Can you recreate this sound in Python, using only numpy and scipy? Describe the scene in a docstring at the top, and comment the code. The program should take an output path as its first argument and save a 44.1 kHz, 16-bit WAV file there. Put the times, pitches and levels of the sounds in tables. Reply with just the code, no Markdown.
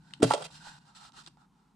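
"""A ball-shaped metal tin is pried open by hand on a padded table, close to the microphone.
The seam ticks, the wall flexes, and at 0.23 s the lid pops free and the tin thumps the table.
The halves clack and scrape past each other until about 0.47 s. Then the lid is drawn away,
rubbing over the foil packs inside with a few light ticks, and fades into a low room hum."""
import sys
import numpy as np
from scipy import signal
from scipy.fft import rfft, irfft
from scipy.io import wavfile
from scipy.ndimage import uniform_filter1d

SR = 44100
rng = np.random.default_rng(int(sys.argv[2]) if len(sys.argv) > 2 else 0)


def persist_wave(psi):
    """Save psi, clipped to +-1, as 16-bit WAV."""
    counts = np.round(np.clip(psi, -1, 1) * 32767).astype(np.int16)
    wavfile.write(sys.argv[1], SR, np.atleast_2d(counts).T)


N = 77175
T = np.arange(N) / SR

# wall flexes: t/s, f/Hz, level/dB, t60/s
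FLEXES = [(0.1993, 285.8, -33, 0.062), (.2088, 284.9, -22, .05), (1.178, 370, -57, .05),
          (1.272, 330, -52, .06)]
# knocks on the table: t/s, level/dB
THUMPS = [(0.2299, -11.5), (0.2363, -13), (0.3074, -27.5), (0.339, -35), (.452, -56)]
# modes of the closed tin on the table: f/Hz; level/dB; t60/s
BODY_HZ = [122, 165, 274, 325, 440, 582, 641]
BODY_DB = [-14.5, -7.5, -11, -2.5, -1, -12, -12.5]
BODY_T60_S = [.28, .09, .15, 0.032, 0.046, 0.031, 0.048]
def pop(release_s=.2308, swing_hz=370, swing_db=-5.5, half_length_s=.0016):
    """The wall flexes, the lid springs free in one swing of air, the tin thumps the table."""
    out = np.zeros((2, N))
    body = ring(zip(BODY_HZ, BODY_DB, BODY_T60_S))
    for s, hz, db, t60 in FLEXES:
        add(out, ring([(hz, db, t60)]), s)
    for s, db in THUMPS:
        add(out, amp(db) * body, s)
    since_s = T - release_s
    window = np.exp(-(since_s / half_length_s) ** 2)
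    return out - amp(swing_db) * window * np.sin(2 * np.pi * swing_hz * since_s)


# bending modes of the freed half: f/Hz; level/dB; t60/s
WALL_HZ = [443, 586, 657, 729]
WALL_DB = [-4, -1, -5, -16.5]
WALL_T60_S = [0.06, .08, .08, 0.16]
# modes of the hollow between the halves: f/Hz; level/dB; t60/s
HOLLOW_HZ = [758, 808, 856, 885, 964, 1088, 1124, 1341, 1562, 1850]
HOLLOW_DB = [-23, -19, -17.5, 0, -17, -20, -18, -14.5, -24, -22]
HOLLOW_T60_S = [.1, .09, .09, .02, .07, .06, .07, 0.077, .04, .03]
# strongest rim modes: f/Hz, level/dB, t60/s
RIM_MODES = [(2650, -12.5, 0.2), (2780, -9.5, 0.096), (3225, 1.5, 0.1), (3340, -1, 0.087),
             (3710, -4.5, .07), (4830, -3, .06), (5220, -4.5, 0.056), (8140, -1, 0.045), (8300, -3.5, .06)]
# spectrum of the rim's dense ringing: f/Hz, level/dB
RIM_COLOUR = [(300, -27), (1000, 6), (1600, 5), (2200, 4), (3400, 6), (5000, 1.5), (6300, -5.5), (8500, 5),
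              (10000, -14.5), (12000, -26), (15500, -32.5)]
# contacts of the halves: t/s, wall level/dB, hollow level/dB, rim level/dB
CLACKS = [(.2025, -50, -46, -52), (0.224, -28, -48, -37), (.2277, -37.5, -28.5, -21.5),
          (.2298, -33, -31.5, -25), (.2365, -24, -25, -29.5), (.3045, -44, -21.5, -30),
          (.3089, -34, -8, -33), (0.3182, -63, -40, -32.5), (.3265, -55, -40, -35), (.3358, -29, -18, -22),
          (.3378, -18, -28, -38.5), (.3508, -25.5, -37, -54), (.3785, -36, -54, -40),
          (.4035, -36.5, -38, -46.5), (.423, -48, -37.5, -33.5), (.4505, -46, -38, -38.5),
          (1.2775, -74, -50, -57)]
# light touches, hollow only: t/s, level/dB
TOUCHES = [(.502, -49.5), (.67, -39), (0.686, -61), (1.097, -56), (1.371, -52)]
def clacks(crack_db=-8, crack_t60_s=.0089, dense_db=-11.5, dense_t60_s=.075, modes_db=-15, width=.44):
    """Each contact cracks and rings wall, hollow and rim; the rim's modes mix anew each time."""
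    out = np.zeros((2, N))
    wall = wide_ring(WALL_HZ, WALL_DB, WALL_T60_S)
    hollow = wide_ring(HOLLOW_HZ, HOLLOW_DB, HOLLOW_T60_S)
    rim_modes = np.array([ring([mode]) for mode in RIM_MODES])
    decay = amp(crack_db) * fade(crack_t60_s) + amp(dense_db) * fade(dense_t60_s)
    for s, wall_db, hollow_db, rim_db in CLACKS:
        shares = spread(*rng.choice([-1, 1], size=(2, len(RIM_MODES))), width)
        rim = decay * colour(noise(width), RIM_COLOUR) + amp(modes_db) * shares @ rim_modes
        add(out, amp(wall_db) * wall + amp(hollow_db) * hollow + amp(rim_db) * rim, s)
    for s, db in TOUCHES:
        add(out, amp(db) * hollow, s)
    return out


HISS_WIDTH, HOLLOW_WIDTH = .69, .81  # stereo side/mid
# edge snaps: t/s, level/dB, f/Hz
TICKS = [(.108, -54, 1800), (.1365, -35, 3300), (0.2295, -27, 8400), (0.24, -31.5, 8000),
         (0.3193, -33, 8000), (0.3369, -27, 3180), (1.121, -57, 4440), (1.263, -43, 3900),
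         (1.274, -46, 3950), (1.3717, -71, 4200)]
def ticks(t60_s=.0086, tail_db=-17, tail_t60_s=.055, crack_db=-2.5, stage_q=1.3, top_hz=10500):
    """Small metal edges snap past each other: a crack and a short ring round one pitch."""
    out = np.zeros((2, N))
    decay = fade(t60_s) + amp(tail_db) * fade(tail_t60_s)
    for s, db, hz in TICKS:
        burst = noise(HISS_WIDTH)
        ringing = resonate(burst, [(hz, hz / (2 * stage_q), 0)])
        crack = amp(crack_db) * colour(burst, RIM_COLOUR)
        add(out, amp(db) * decay * (ringing + crack), s)
    return signal.sosfilt(signal.butter(6, top_hz, fs=SR, output="sos"), out)


# scrape spectrum: f/Hz, level/dB
SCRAPE_COLOUR = [(200, -13.5), (600, 7), (1400, -1), (2100, -4), (3400, 2), (5200, 0.5), (6500, -1.5),
                 (8300, -6.5), (10000, -7.5), (12000, -25), (15500, -38.5)]
# resonances under the scrape: f/Hz, width/Hz, level/dB
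SCRAPE_HOLLOW = [(611.6, 160, 0.5), (796, 150, -5), (1326, 77, -1)]
# rim strokes: start t/s, peak t/s, end t/s, hiss level/dB, hollow level/dB
SCRAPES = [(0.222, .24, .25, -33.5, -29), (0.242, .3, .306, -40.5, -53.5), (.304, .32, .333, -36, -41),
           (.336, 0.337, .354, -37, -39), (0.357, 0.364, .412, -49.5, -44.5),
           (0.41, .422, .438, -49.5, -41), (0.4399, 0.447, 0.47, -42, -59)]
def scrapes(slips_per_s=2480, scatter_db=-.5, swell_db=4):
    """The rims grind past each other; stick-slip drives the metal and the hollow."""
    hiss = colour(sheet(slips(slips_per_s, scatter_db, HISS_WIDTH)), SCRAPE_COLOUR)
    hollow = resonate(slips(slips_per_s, scatter_db, HOLLOW_WIDTH), SCRAPE_HOLLOW)
    out = np.zeros((2, N))
    for start, peak, end, hiss_db, hollow_db in SCRAPES:
        out += stroke(start, peak, end, swell_db) * (amp(hiss_db) * hiss + amp(hollow_db) * hollow)
    return out


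# rub spectrum: f/Hz, level/dB
RUB_COLOUR = [(200, 1), (500, -17.5), (900, -8), (1600, 3), (2200, -1.5), (2900, 0.5), (3800, 3.5),
              (5200, 1), (6500, -4.5), (8000, -4.5), (10000, -12.5), (12000, -27), (15500, -33)]
# narrow lid resonances: f/Hz, width/Hz, level/dB
RUB_LID = [(2816, 66, -0.5), (3660, 160, 1.5), (4134, 140, -2), (4480, 100, -8), (4864, 51, 0.5),
           (5425, 150, 0), (7500, 250, -5.5)]
# resonances of the open half: f/Hz, width/Hz, level/dB
RUB_HOLLOW = [(886, 120, 3), (1494, 120, 3.5), (1800, 29, -6.5)]
# lid strokes: start t/s, peak t/s, end t/s, hiss level/dB, hollow level/dB
RUBS = [(0, 0.088, 0.4, -68.5, -65.5), (0.471, .48, 0.5, -62, -63), (0.504, 0.556, 0.6, -51.5, -57.5),
        (0.6, 0.678, .7, -50.5, -50), (0.677, 0.708, 0.79, -55.5, -54), (0.78, 0.822, 0.89, -70, -68.5),
        (0.853, 0.892, 0.95, -65.5, -60.5), (.949, .964, .988, -50, -56.5), (0.987, 1.054, 1.096, -55, -62),
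        (0.988, 1.013, 1.108, -67, -58), (1.131, 1.173, 1.233, -57.5, -56),
        (1.164, 1.198, 1.225, -56, -63.5), (1.234, 1.238, 1.262, -58.5, -68.5),
        (1.262, 1.278, 1.288, -52.5, -56), (1.374, 1.414, 1.46, -72.5, -63),
        (1.519, 1.595, 1.74, -80.5, -72.5)]
def rubs(slips_per_s=4760, scatter_db=2, swell_db=9, lid_db=-14, lift_s=.85, lift_ratio=.872):
    """The lid slides over the foil; its hollow's upper resonances drop once it is lifted."""
    friction = sheet(slips(slips_per_s, scatter_db, HISS_WIDTH))
    hiss = unit(colour(friction, RUB_COLOUR) + amp(lid_db) * resonate(friction, RUB_LID))
    grains = slips(slips_per_s, scatter_db, HOLLOW_WIDTH)
    near = resonate(grains, RUB_HOLLOW)
    lowered = [(hz * lift_ratio, width, db) for hz, width, db in RUB_HOLLOW[1:]]
    lifted = resonate(grains, RUB_HOLLOW[:1] + lowered)
    out = np.zeros((2, N))
    for start, peak, end, hiss_db, hollow_db in RUBS:
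        hollow = lifted if peak > lift_s else near
        out += stroke(start, peak, end, swell_db) * (amp(hiss_db) * hiss + amp(hollow_db) * hollow)
    return out


def slips(rate_per_s, scatter_db, width):
    """Dense stick-slip clicks of uneven size, stereo."""
    hits = rng.random(N) < rate_per_s / SR
    sizes = amp(scatter_db * np.minimum(rng.exponential(size=N), 4))
    return unit(hits * sizes * spread(*rng.choice([-1, 1], size=(2, N)), width))


def stroke(start_s, peak_s, end_s, swell_db, edge_s=.004):
    """Pressure of one stroke: catch, swell, ease, release."""
    db = np.interp(T, [start_s, peak_s, end_s], [-swell_db, 0, -swell_db])
    return uniform_filter1d(amp(db) * (T >= start_s) * (T < end_s), int(edge_s * SR))


def sheet(x, t60_s=.071, ring_db=-2):
    """Add the brief, dense ringing of thin sheet metal."""
    ringing = unit(rng.standard_normal(N) * fade(t60_s)) / np.sqrt(N)
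    return unit(x + amp(ring_db) * signal.fftconvolve(x, ringing[None], axes=1)[:, :N])


# rumble envelope: t/s, level/dB
HANDLING_LEVEL = [(0, -59.5), (.18, -59.5), (.36, -57), (.47, -59), (.5, -71), (.54, -55.5), (.68, -59.5),
                  (.82, -64.5), (1.28, -64.5), (1.4, -66.5), (1.75, -77.5)]
# rumble spectrum: f/Hz, level/dB
HANDLING_COLOUR = [(25, -27.5), (60, -10.5), (100, -14.5), (145, 6), (210, -3), (300, -13.5), (500, -37.5),
                   (2000, -64.5)]
def handling():
    """Low rumble of the hand shifting the tin."""
    level_db = np.interp(T, *np.array(HANDLING_LEVEL).T)
    return amp(level_db) * colour(noise(0), HANDLING_COLOUR)


# tin's stereo balance: f/Hz, left-minus-right level/dB
TIN_BALANCE = [(200, 0.5), (380, 1.2), (700, -4.5), (1300, -2.5), (4400, -2), (8000, -2), (15000, 5)]
def place(x):
    """Pan per frequency; the tin lies to the right of the microphone."""
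    tilt_db = curve_db(TIN_BALANCE)
    return irfft(rfft(x) * amp(np.array([tilt_db, -tilt_db]) / 2), N)


def echo(x, level_db=-15, t60_s=.3, onset_s=.0017, low_cut_hz=250):
    """Faint, diffuse reflections of a small room."""
    tail = unit(noise(1) * fade(t60_s) * np.minimum(T / onset_s, 1)) / np.sqrt(N)
    tail = signal.sosfilt(signal.butter(2, low_cut_hz, "high", fs=SR, output="sos"), tail)
    return amp(level_db) * signal.fftconvolve(x, tail, axes=1)[:, :N]


# hum spectrum: f/Hz, level/dB
ROOM_COLOUR = [(15, -55.5), (25, -28), (49, -1), (71, -8), (95, -20.5), (186, 2), (293, -7.5), (344, -18.5),
               (373, -15), (588, -26), (856, -10), (1670, -26.5), (8780, -34.5), (15000, -48.5)]
def room_hum(level_db=-69, width=.23):
    """Steady low noise of the room."""
    return amp(level_db) * colour(noise(width), ROOM_COLOUR)


def ring(modes, wave=np.sin, build_cycles=.98):
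    """Damped modes of a struck object (f/Hz, level/dB, t60/s), each with a short build-up."""
    return sum(amp(db) * fade(t60) * np.minimum(T * hz / build_cycles, 1) * wave(2 * np.pi * hz * T)
               for hz, db, t60 in modes)


def wide_ring(hz, db, t60_s, width=.4):
    """A large curved surface rings slightly out of phase left and right."""
    modes = list(zip(hz, db, t60_s))
    return spread(ring(modes), ring(modes, np.cos), width)


def resonate(x, peaks):
    """Parallel two-stage resonators (f/Hz, width/Hz, level/dB); output rms 1."""
    out = 0
    for hz, width_hz, db in peaks:
        b, a = signal.iirpeak(hz, hz / (2 * width_hz), fs=SR)
        out = out + amp(db) * signal.lfilter(b, a, signal.lfilter(b, a, x))
    return unit(out)


def curve_db(points):
    """Interpolate (f/Hz, level/dB) onto the FFT bins over log frequency."""
    hz, db = np.array(points, float).T
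    bins_hz = np.maximum(np.fft.rfftfreq(N, 1 / SR), 1)
    return np.interp(np.log(bins_hz), np.log(hz), db)


def colour(x, points):
    """Filter by (f/Hz, level/dB), keeping the power of white noise."""
    return irfft(rfft(x) * unit(amp(curve_db(points))), N)


def noise(width):
    """Stereo white noise."""
    return spread(*rng.standard_normal((2, N)), width)


def spread(mid, side, width):
    """Mid/side to left/right."""
    return np.array([mid + width * side, mid - width * side]) / np.sqrt(1 + width ** 2)


def fade(t60_s):
    """Exponential decay."""
    return np.exp(-np.log(1000) * T / t60_s)


def amp(db):
    """Decibels to gain."""
    return 10 ** (np.asarray(db) / 20)


def unit(x):
    """Scale to rms 1."""
    return x / np.sqrt(np.mean(x ** 2) + 1e-20)


def add(out, x, start_s):
    """Mix x in from start_s."""
    i = round(start_s * SR)
    out[:, i:] += x[..., :N - i]


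def scene():
    """Tin, echo and room hum."""
    tin = place(pop() + clacks() + ticks() + scrapes() + rubs() + handling())
    return tin + echo(tin) + room_hum()


def record(dry):
    """Steep low-pass at 15.3 kHz."""
    return signal.sosfilt(signal.ellip(8, .2, 70, 15300, fs=SR, output="sos"), dry)


dry = scene()
out = record(dry)
persist_wave(out)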